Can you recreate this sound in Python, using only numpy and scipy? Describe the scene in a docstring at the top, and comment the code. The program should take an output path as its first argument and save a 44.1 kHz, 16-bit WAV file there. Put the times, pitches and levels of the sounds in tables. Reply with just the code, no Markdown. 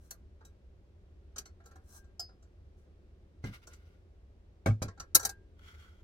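"""Soft clinks of tin and glass over the low rumble of a parked car: a small lantern is picked up by its
wire handle, which slides in its eyelets and sets body and panes ringing. The lantern bumps a wooden
shelf, rubs past the things on it and is set down with a knock and a boom. The handle is let go, clacks
onto the tin and bounces. Last, a paper roll is brought in with a dry swish."""
import sys
import numpy as np
from scipy import signal
from scipy.fft import rfft, irfft
from scipy.io import wavfile
from scipy.ndimage import uniform_filter1d

SR = 44100
rng = np.random.default_rng(int(sys.argv[2]) if len(sys.argv) > 2 else 0)


def to_wav(sig):
    """Store sig (one row per channel, or 1-D mono) as 16-bit WAV at the path in sys.argv[1].

    Samples outside -1..1 are clipped; the rate is SR.
    """
    pcm = np.clip(np.atleast_2d(sig), -1, 1) * 32767
    pcm = np.round(pcm).astype(np.int16)
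    wavfile.write(sys.argv[1], SR, pcm.T)  # frames by channels


N = 265923
TIME = np.arange(N) / SR
RING_TIME = np.arange(SR // 2) / SR  # time axis of one hit
LAG_S = 0.0002233  # the right channel trails the left
# the lantern's modes: f/Hz, level/dB, t60/s at ring length 1
LANTERN_MODES = [(540, -15, .1), (678, -14, .13), (795, -9, .09), (1028, -17, .15), (1100, -14, .1),
                 (1355, -3, .08), (1443, -7, .07), (1606, -12, .24), (1700, -16, .1), (3300, -18, .06),
                 (3900, -4, .06), (4370, -9, .09), (4530, -4, .05), (5690, 3, .055), (5800, 1, .07),
                 (5916, -2, .075), (6208, 4, .065), (6436, 3, .05), (6840, 0, .055), (7186, -1, .055),
                 (7515, 1, .06), (7986, -1, .055), (8170, -4, .045), (9540, 2, .055), (9705, -1, .06),
                 (9910, -3, .06), (10628, -1, .05), (11700, 2, .045), (12230, -1, .055), (15550, 2, .045)]


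def undb(db):
    """Decibels to gain."""
    return 10 ** (np.asarray(db) / 20)


def unit(x):
    """Scale to rms 1."""
    return x / np.sqrt(np.mean(x ** 2))


def at_level(x, db):
    """Give a stereo hit the energy of 40 ms at this level."""
    return x * undb(db) / np.sqrt(np.sum(x ** 2) / (2 * .04 * SR))


def add(out, s, sound):
    """Mix a sound in at time s."""
    i = max(int(s * SR), 0)
    out[:, i:i + sound.shape[1]] += sound[:, :N - i]


def colour(x, points, share=1):
    """EQ through (f/Hz, gain/dB) points joined on a log-frequency axis."""
    hz, db = np.transpose(points)
    f = np.maximum(np.fft.rfftfreq(x.shape[-1], 1 / SR), 1)
    curve_db = np.interp(np.log(f), np.log(hz), db)
    return irfft(rfft(x) * undb(share * curve_db), x.shape[-1])


def cluster(x, ripple_db, step_hz=110, count=199):
    """Small resonances bunch up unevenly over frequency."""
    hz = np.arange(1, count + 1) * step_hz
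    return colour(x, np.column_stack([hz, ripple_db * rng.uniform(-0.82, 1, count)]))


def split(x, low_hz, high_hz):
    """Lows, mids and highs of a sound."""
    bands = [(low_hz, "lowpass"), ([low_hz, high_hz], "bandpass"), (high_hz, "highpass")]
    return [signal.sosfilt(signal.butter(4, hz, kind, fs=SR, output="sos"), x) for hz, kind in bands]


def resonate(x, hz, width_hz):
    """One resonance with gain 1 at its centre."""
    return signal.lfilter(*signal.iirpeak(hz, hz / width_hz, fs=SR), x)


def stereo_noise(size, alike_hz=900):
    """Noise with shared bass and treble scattered wide by the cabin; it reaches the left first."""
    f = np.fft.rfftfreq(size, 1 / SR)
    mid, side = rfft(rng.standard_normal((2, size)))
    width = np.pi / 4 * np.clip(1.146 * f / (f + alike_hz), 0, 1)
    mid, side = mid * np.cos(width), side * np.sin(width)
    delay = np.exp(-2j * np.pi * f * LAG_S)
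    return irfft(np.array([mid + side, (mid - side) * delay]), size)


def drift(rate_hz):
    """Random wander with a spread near 1."""
    hold = max(int(SR / rate_hz), 1)
    steps = np.repeat(rng.standard_normal(N // hold + 1), hold)
    return unit(uniform_filter1d(steps, hold))[:N]


def attack(rise_s):
    """A hit swells for a moment as contacts and first reflections pile up."""
    return 1 - np.exp(-(RING_TIME / rise_s) ** 2)


def decay(t60):
    """Exponential tail, 60 dB down after t60 seconds."""
    return np.exp(-np.log(1000) * RING_TIME / t60)


def ring(modes, length=1, turn_rad=3.6, scatter_db=2.1, diffuse_hz=3000):
    """Struck modes; low ones reach the left first, reflections turn the phase of the high ones."""
    out = 0
    for hz, db, t60 in modes:
        strength, start, turn = rng.standard_normal(3)
        diffuse = min((hz / diffuse_hz) ** 2, 1)
        apart = diffuse * turn_rad * turn + (1 - diffuse) * 2 * np.pi * hz * LAG_S
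        phase = diffuse * start - np.array([[0], [apart]])
        tone = np.sin(2 * np.pi * hz * RING_TIME + phase)
        out = out + undb(db + scatter_db * strength) * decay(t60 * length) * tone
    return out


def crash(spectrum, low_t60, mid_t60, high_t60):
    """Countless overlapping resonances and cabin reflections, each band fading at its own rate."""
    wash = cluster(colour(stereo_noise(len(RING_TIME)), spectrum), ripple_db=12)
    bands = split(wash, 2500, 8000)
    return sum(band * decay(t60) for band, t60 in zip(bands, (low_t60, mid_t60, high_t60)))


def pressure(strokes):
    """Each stroke swells by 20 dB over its rise time and loses 20 dB over its fall time."""
    gains = [undb(db - 20 * np.where(TIME < s, ((s - TIME) / rise_s) ** 2, (TIME - s) / fall_s))
             for s, db, rise_s, fall_s in strokes]
    return np.max(gains, axis=0)


def friction(strokes, spectrum, grain_db):
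    """Tiny slips, dense and uneven, following the pressure of the stroke."""
    slips = stereo_noise(N) * undb(grain_db * drift(500) + 1.8 * drift(43))
    return unit(colour(slips, spectrum)) * pressure(strokes)


def cabin_rumble(rumble_db=-57, boom_db=-63):
    """Outdoor rumble comes through the car body, and the cabin's lowest air mode booms beneath it."""
    # rumble inside the car: f/Hz, level/dB
    spectrum = [(12, -36.5), (20, -11.5), (77, 0.5), (93, -5), (110, -22.5), (204, -19), (255, -26.5),
                (377, -18), (472, -27), (558, -26), (923, -41.5), (1330, -41.5), (2750, -46), (5850, -53),
                (16000, -80.5)]
    rumble = unit(colour(stereo_noise(N, alike_hz=500), spectrum)) * undb(rumble_db + 0.36 * drift(2.7))
    drive = colour(stereo_noise(N), [(100, -11.5), (400, -11)])
    boom = resonate(drive, hz=72, width_hz=14)
    return rumble + unit(boom) * undb(boom_db)


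def handle_slide(sing_db=17, hiss_db=-3):
    """Wire sliding in its eyelets hisses and keeps the tin ringing."""
    # strokes of the wire: peak t/s, level/dB, rise/s, fall/s
    slides = [(.07, -70.5, 0.088, 0.12), (1.98, -57, 0.13, .04), (2.8, -78, 0.04, .07)]
    # modes that the wire sets singing: f/Hz, width/Hz, level/dB
    singing_modes = [(1595, 6.1, 3), (4100, 32, -6), (5230, 34, -9), (5790, 45, -7.5), (6200, 40, -7.5),
                     (7660, 31, -11), (8000, 32, -17)]
    hiss_spectrum = [(300, -14), (750, 2.5), (1600, 0), (2000, -15), (3200, -12.5), (4800, -6.5),
                     (6000, -2.5), (8500, -0.5), (15500, -6.5)]  # f/Hz, level/dB
    slips = friction(slides, hiss_spectrum, grain_db=1.4)
    singing = sum(undb(db) * resonate(slips, hz, width_hz) for hz, width_hz, db in singing_modes)
    return undb(sing_db) * singing + undb(hiss_db) * slips


def tin_hit(levels_db, length, spot_hz, rise_s, clash_db=-3, spot_db=-6):
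    """One contact rings body, panes and bright edge at three levels; the struck spot adds a short note."""
    # the lantern's dense, short-lived resonances: f/Hz, level/dB
    clash_spectrum = [(150, -4.5), (400, 0.5), (750, -8), (1000, -6), (1400, 0), (1900, -7.5), (2800, -21),
                      (3480, -17), (4000, .5), (4700, 3.5), (6200, -0.5), (8800, -5.5), (13000, 3),
                      (15500, -12)]
    panes_hz, edge_hz = 2600, 7820  # crossovers
    clash = crash(clash_spectrum, 0.17 * length, 0.1 * length, 0.1 * length)
    hit = (at_level(ring(LANTERN_MODES, length), 0) + at_level(clash, clash_db)) * attack(rise_s)
    note = ring([(spot_hz, 0, 0.093)], length, turn_rad=1.2, diffuse_hz=2200) * attack(rise_s)
    note_db = spot_db + (levels_db[0] if spot_hz < panes_hz else levels_db[1])
    bands = split(hit, panes_hz, edge_hz)
    return sum(at_level(band, db) for band, db in zip(bands, levels_db)) + at_level(note, note_db)


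def lantern_clinks(rise_s=.0035, click_db=-16, click_t60=.07):
    """Handle and panes strike the tin, loose panes fall back and tick, and the wire snaps taut."""
    # contacts: t/s, body level/dB, panes over body/dB, edge over panes/dB, spot f/Hz
    clinks = [(0.106, -59.5, 5.5, 3, 4370), (0.407, -65, -22, -18, 880), (0.448, -71.5, 5, -5.5, 3880),
              (1.359, -56, 1.5, -17, 1280), (1.38, -56.5, 11.5, -7.5, 6040), (1.454, -63, 2, -16, 4340),
              (1.6, -68, -22, -9, 675), (1.656, -65, -3, -2.5, 1350), (1.709, -66, -10, -8.5, 1350),
              (1.755, -61, -12.5, -6, 760), (2.194, -60.5, 0, 5.5, 777), (2.287, -68, -15, -25, 765),
              (2.423, -76.5, 0.5, -16, 674), (3.439, -48.5, -13, -24, 2066), (3.669, -60.5, 0, -8, 1430),
              (3.731, -74.5, 9, -8, 1380), (4.658, -38, -20.5, -0.5, 2240), (4.821, -51.5, 6, -8, 785),
              (4.88, -54.5, -7, -34, 1093), (4.974, -62, -13.5, -22, 804), (4.997, -48, -1.5, -16, 5770)]
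    # dry click of a pane in its frame: f/Hz, level/dB
    click_spectrum = [(1500, -21.5), (2600, -3.5), (3200, 0.5), (4200, -15), (8000, -40)]
    # modes of the taut handle: f/Hz, level/dB, t60/s
    wire_modes = [(689, -12, .14), (740, -11, .1), (3100, -22, .1), (3480, -28, .08), (4506, -13, .2),
                  (4667, -8, .19), (4753, -16, .2), (4867, -9, .15), (5040, 0, .19), (5146, -12, .19),
                  (5276, -12, .14), (5453, 0, .06), (5520, -2, .05), (6309, -19, .17), (6700, -6, .06),
                  (7640, -9, .08)]
    firm_db, halving_db = -56, 27  # firmer contacts damp the ring
    rebound_s, rebound_loss_db = .036, (15.5, 26.5, 37.5)  # a pane falls back softer and duller
    out = np.zeros((2, N))
    for s, body_db, pane_db, edge_db, spot_hz in clinks:
        levels_db = np.cumsum([body_db, pane_db, edge_db])
        length = 2 ** ((firm_db - levels_db.max()) / halving_db)
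        add(out, s, tin_hit(levels_db, length, spot_hz, rise_s))
        click = crash(click_spectrum, click_t60, click_t60, click_t60) * attack(rise_s)
        add(out, s, at_level(click, levels_db[1] + click_db))
        fall_back_s = s + rebound_s * rng.uniform(.7, 1.3)
        add(out, fall_back_s, tin_hit(levels_db - rebound_loss_db, length, spot_hz, rise_s))
    for s in rng.uniform(1.28, 2.12, 5):  # faint ticks during the lift
        add(out, s, tin_hit((-75.5, -82, -100), length=1.7, spot_hz=740, rise_s=rise_s))
    ping = ring(wire_modes, turn_rad=1.0) * attack(0.0022)
    add(out, 2.194, at_level(ping, db=-40))
    return out


def shelf_knocks(thud_db=-8, tick_db=-14, contacts=3):
    """The base lands rim first and rocks flat; the board knocks, then booms under the weight."""
    # landings: t/s, boom level/dB, knock level/dB, rocking gap/s, ring length factor, pitch factor
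    landings = [(3.438, -38.5, -56.5, .029, 0.81, 1.12), (4.659, -35, -35.5, 0.011, 0.58, 0.99),
                (4.6805, -30, -53.5, .009, 1.08, 1.02), (4.817, -36.5, -43, .028, 0.67, 0.93)]
    # the board's modes before a landing's factors: f/Hz, level/dB, t60/s
    board_modes = [(72, -16, .2), (104, 3, .2), (145, -6, .11), (180, -6, .13), (230, -8, .14),
                   (323, -18, .12), (470, -9, .07), (571, -7, .12), (662, -3, .075), (770, -9, .1),
                   (1100, -14, .09), (1210, -15, .1), (1320, -12, .08), (1570, -16, .07), (1690, -20, .1),
                   (2100, -20, .07), (2290, -15, .04)]
    # wooden thud: f/Hz, level/dB
    thud_spectrum = [(60, 3.5), (150, 11.5), (300, -6), (470, 2), (700, 5.5), (950, -11), (1400, -3),
                     (1900, -16.5), (2300, -15), (3000, -29), (6000, -29.5), (15500, -45)]
    loss_db_per_s = np.array([117, 450, 690])  # boom, knock, tick: the treble dies first
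    out = np.zeros((2, N))
    for s, boom_db, knock_db, gap_s, length, pitch in landings:
        modes = [(hz * pitch, db, t60) for hz, db, t60 in board_modes]
        for late_s in gap_s * np.arange(contacts):
            thud = crash(thud_spectrum, 0.16 * length, 0.23 * length, 0.18 * length)
            hit = (at_level(ring(modes, length), 0) + at_level(thud, thud_db)) * attack(.002)
            bands = split(hit, 320, 3200)
            levels_db = np.array([boom_db, knock_db, knock_db + tick_db]) - late_s * loss_db_per_s
            add(out, s + late_s, sum(at_level(band, db) for band, db in zip(bands, levels_db)))
    return out


def brushing(strokes, rasp_db):
    """Dry surfaces drag over each other; the slips stir hollow resonances that come and go."""
    # dry friction: f/Hz, level/dB
    spectrum = [(400, -20), (900, -13), (1450, -2.5), (1800, -9.5), (2100, -5), (2600, -13), (3100, -8.5),
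                (4500, -13), (6000, -16.5), (8000, -22.5), (15500, -25)]
    # resonances of the surfaces: f/Hz, width/Hz, level/dB
    rasp_modes = [(1160, 75, -6), (1443, 170, 2.5), (2067, 260, -9), (2430, 450, -12), (3090, 255, -11),
                  (5220, 380, -7), (5960, 190, -25)]
    slips = cluster(friction(strokes, spectrum, grain_db=1.0), ripple_db=7.6)
    hollow = sum(undb(db + 3 * drift(40)) * resonate(slips, hz, width) for hz, width, db in rasp_modes)
    return .5 * slips + undb(rasp_db) * hollow


def lantern_rub():
    """The lantern rubs past the things on the shelf."""
    # strokes: peak t/s, level/dB, rise/s, fall/s
    rubs = [(3.47, -51, 0.039, .06), (3.55, -53, .06, .055), (3.64, -61.5, .03, 0.042),
            (3.74, -60.5, .06, 0.054), (3.87, -70.5, .22, .2)]
    return brushing(rubs, rasp_db=-1.5)


def handle_drop(drop_s=5.1465, flight_s=.1015, flight_share=.41, rise_s=0.0087):
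    """The released handle clacks onto the tin and bounces ever lower; the longest mode sings on."""
    levels_db, loss_db = np.array([-35.5, -24.5, -20.5]), (9, 12, 15.5)  # body, panes, edge
    out = np.zeros((2, N))
    add(out, drop_s, tin_hit(levels_db, length=.5, spot_hz=1350, rise_s=rise_s))
    s = drop_s
    for bounce in range(2):
        s += flight_s * flight_share ** bounce
        levels_db -= loss_db
        add(out, s, tin_hit(levels_db, length=.7, spot_hz=790, rise_s=.0045))
    longest = max(LANTERN_MODES, key=lambda mode: mode[2])
    for s, db in ((drop_s, -45), (drop_s + flight_s, -50)):
        add(out, s, at_level(ring([longest], length=1.12) * attack(rise_s), db))
    return out


def handle_chatter(start_s=5.193, gap_s=0.034, loss_db=3):
    """In mid-bounce the handle rattles in its eyelets with light contacts that ring freely."""
    levels_db = np.array([-46, -47, -52])  # body, panes, edge
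    out = np.zeros((2, N))
    for k in range(2):
        hit = tin_hit(levels_db - k * loss_db, length=1.6, spot_hz=5800, rise_s=0.0039)
        add(out, start_s + k * gap_s, hit)
    return out


def paper_swish():
    """The paper roll brushes along with a hollow rasp."""
    # strokes: peak t/s, level/dB, rise/s, fall/s
    swishes = [(5.594, -61.5, .006, .015), (5.68, -59, .1, 0.3), (5.752, -56, 0.019, 0.027),
               (5.82, -61.5, 0.0556, 0.27)]
    return brushing(swishes, rasp_db=1.0)


def scene():
    """Lantern and paper play up close; the cabin rumble lies behind them."""
    # stereo tilt of the close sounds: f/Hz, left minus right/dB
    balance = [(250, 0), (650, -2), (1300, .5), (2500, .5), (4500, .5), (6500, .5), (9500, 5), (14000, 2)]
    hits = lantern_clinks() + handle_drop() + handle_chatter() + shelf_knocks()
    left, right = hits + handle_slide() + lantern_rub() + paper_swish()
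    close = np.array([colour(left, balance, .5), colour(right, balance, -.5)])
    return close + cabin_rumble()


def record(dry, top_hz=16000):
    """A steep low-pass trims the very top."""
    return signal.sosfilt(signal.ellip(10, .2, 80, top_hz, fs=SR, output="sos"), dry)


dry = scene()
out = record(dry)
to_wav(out)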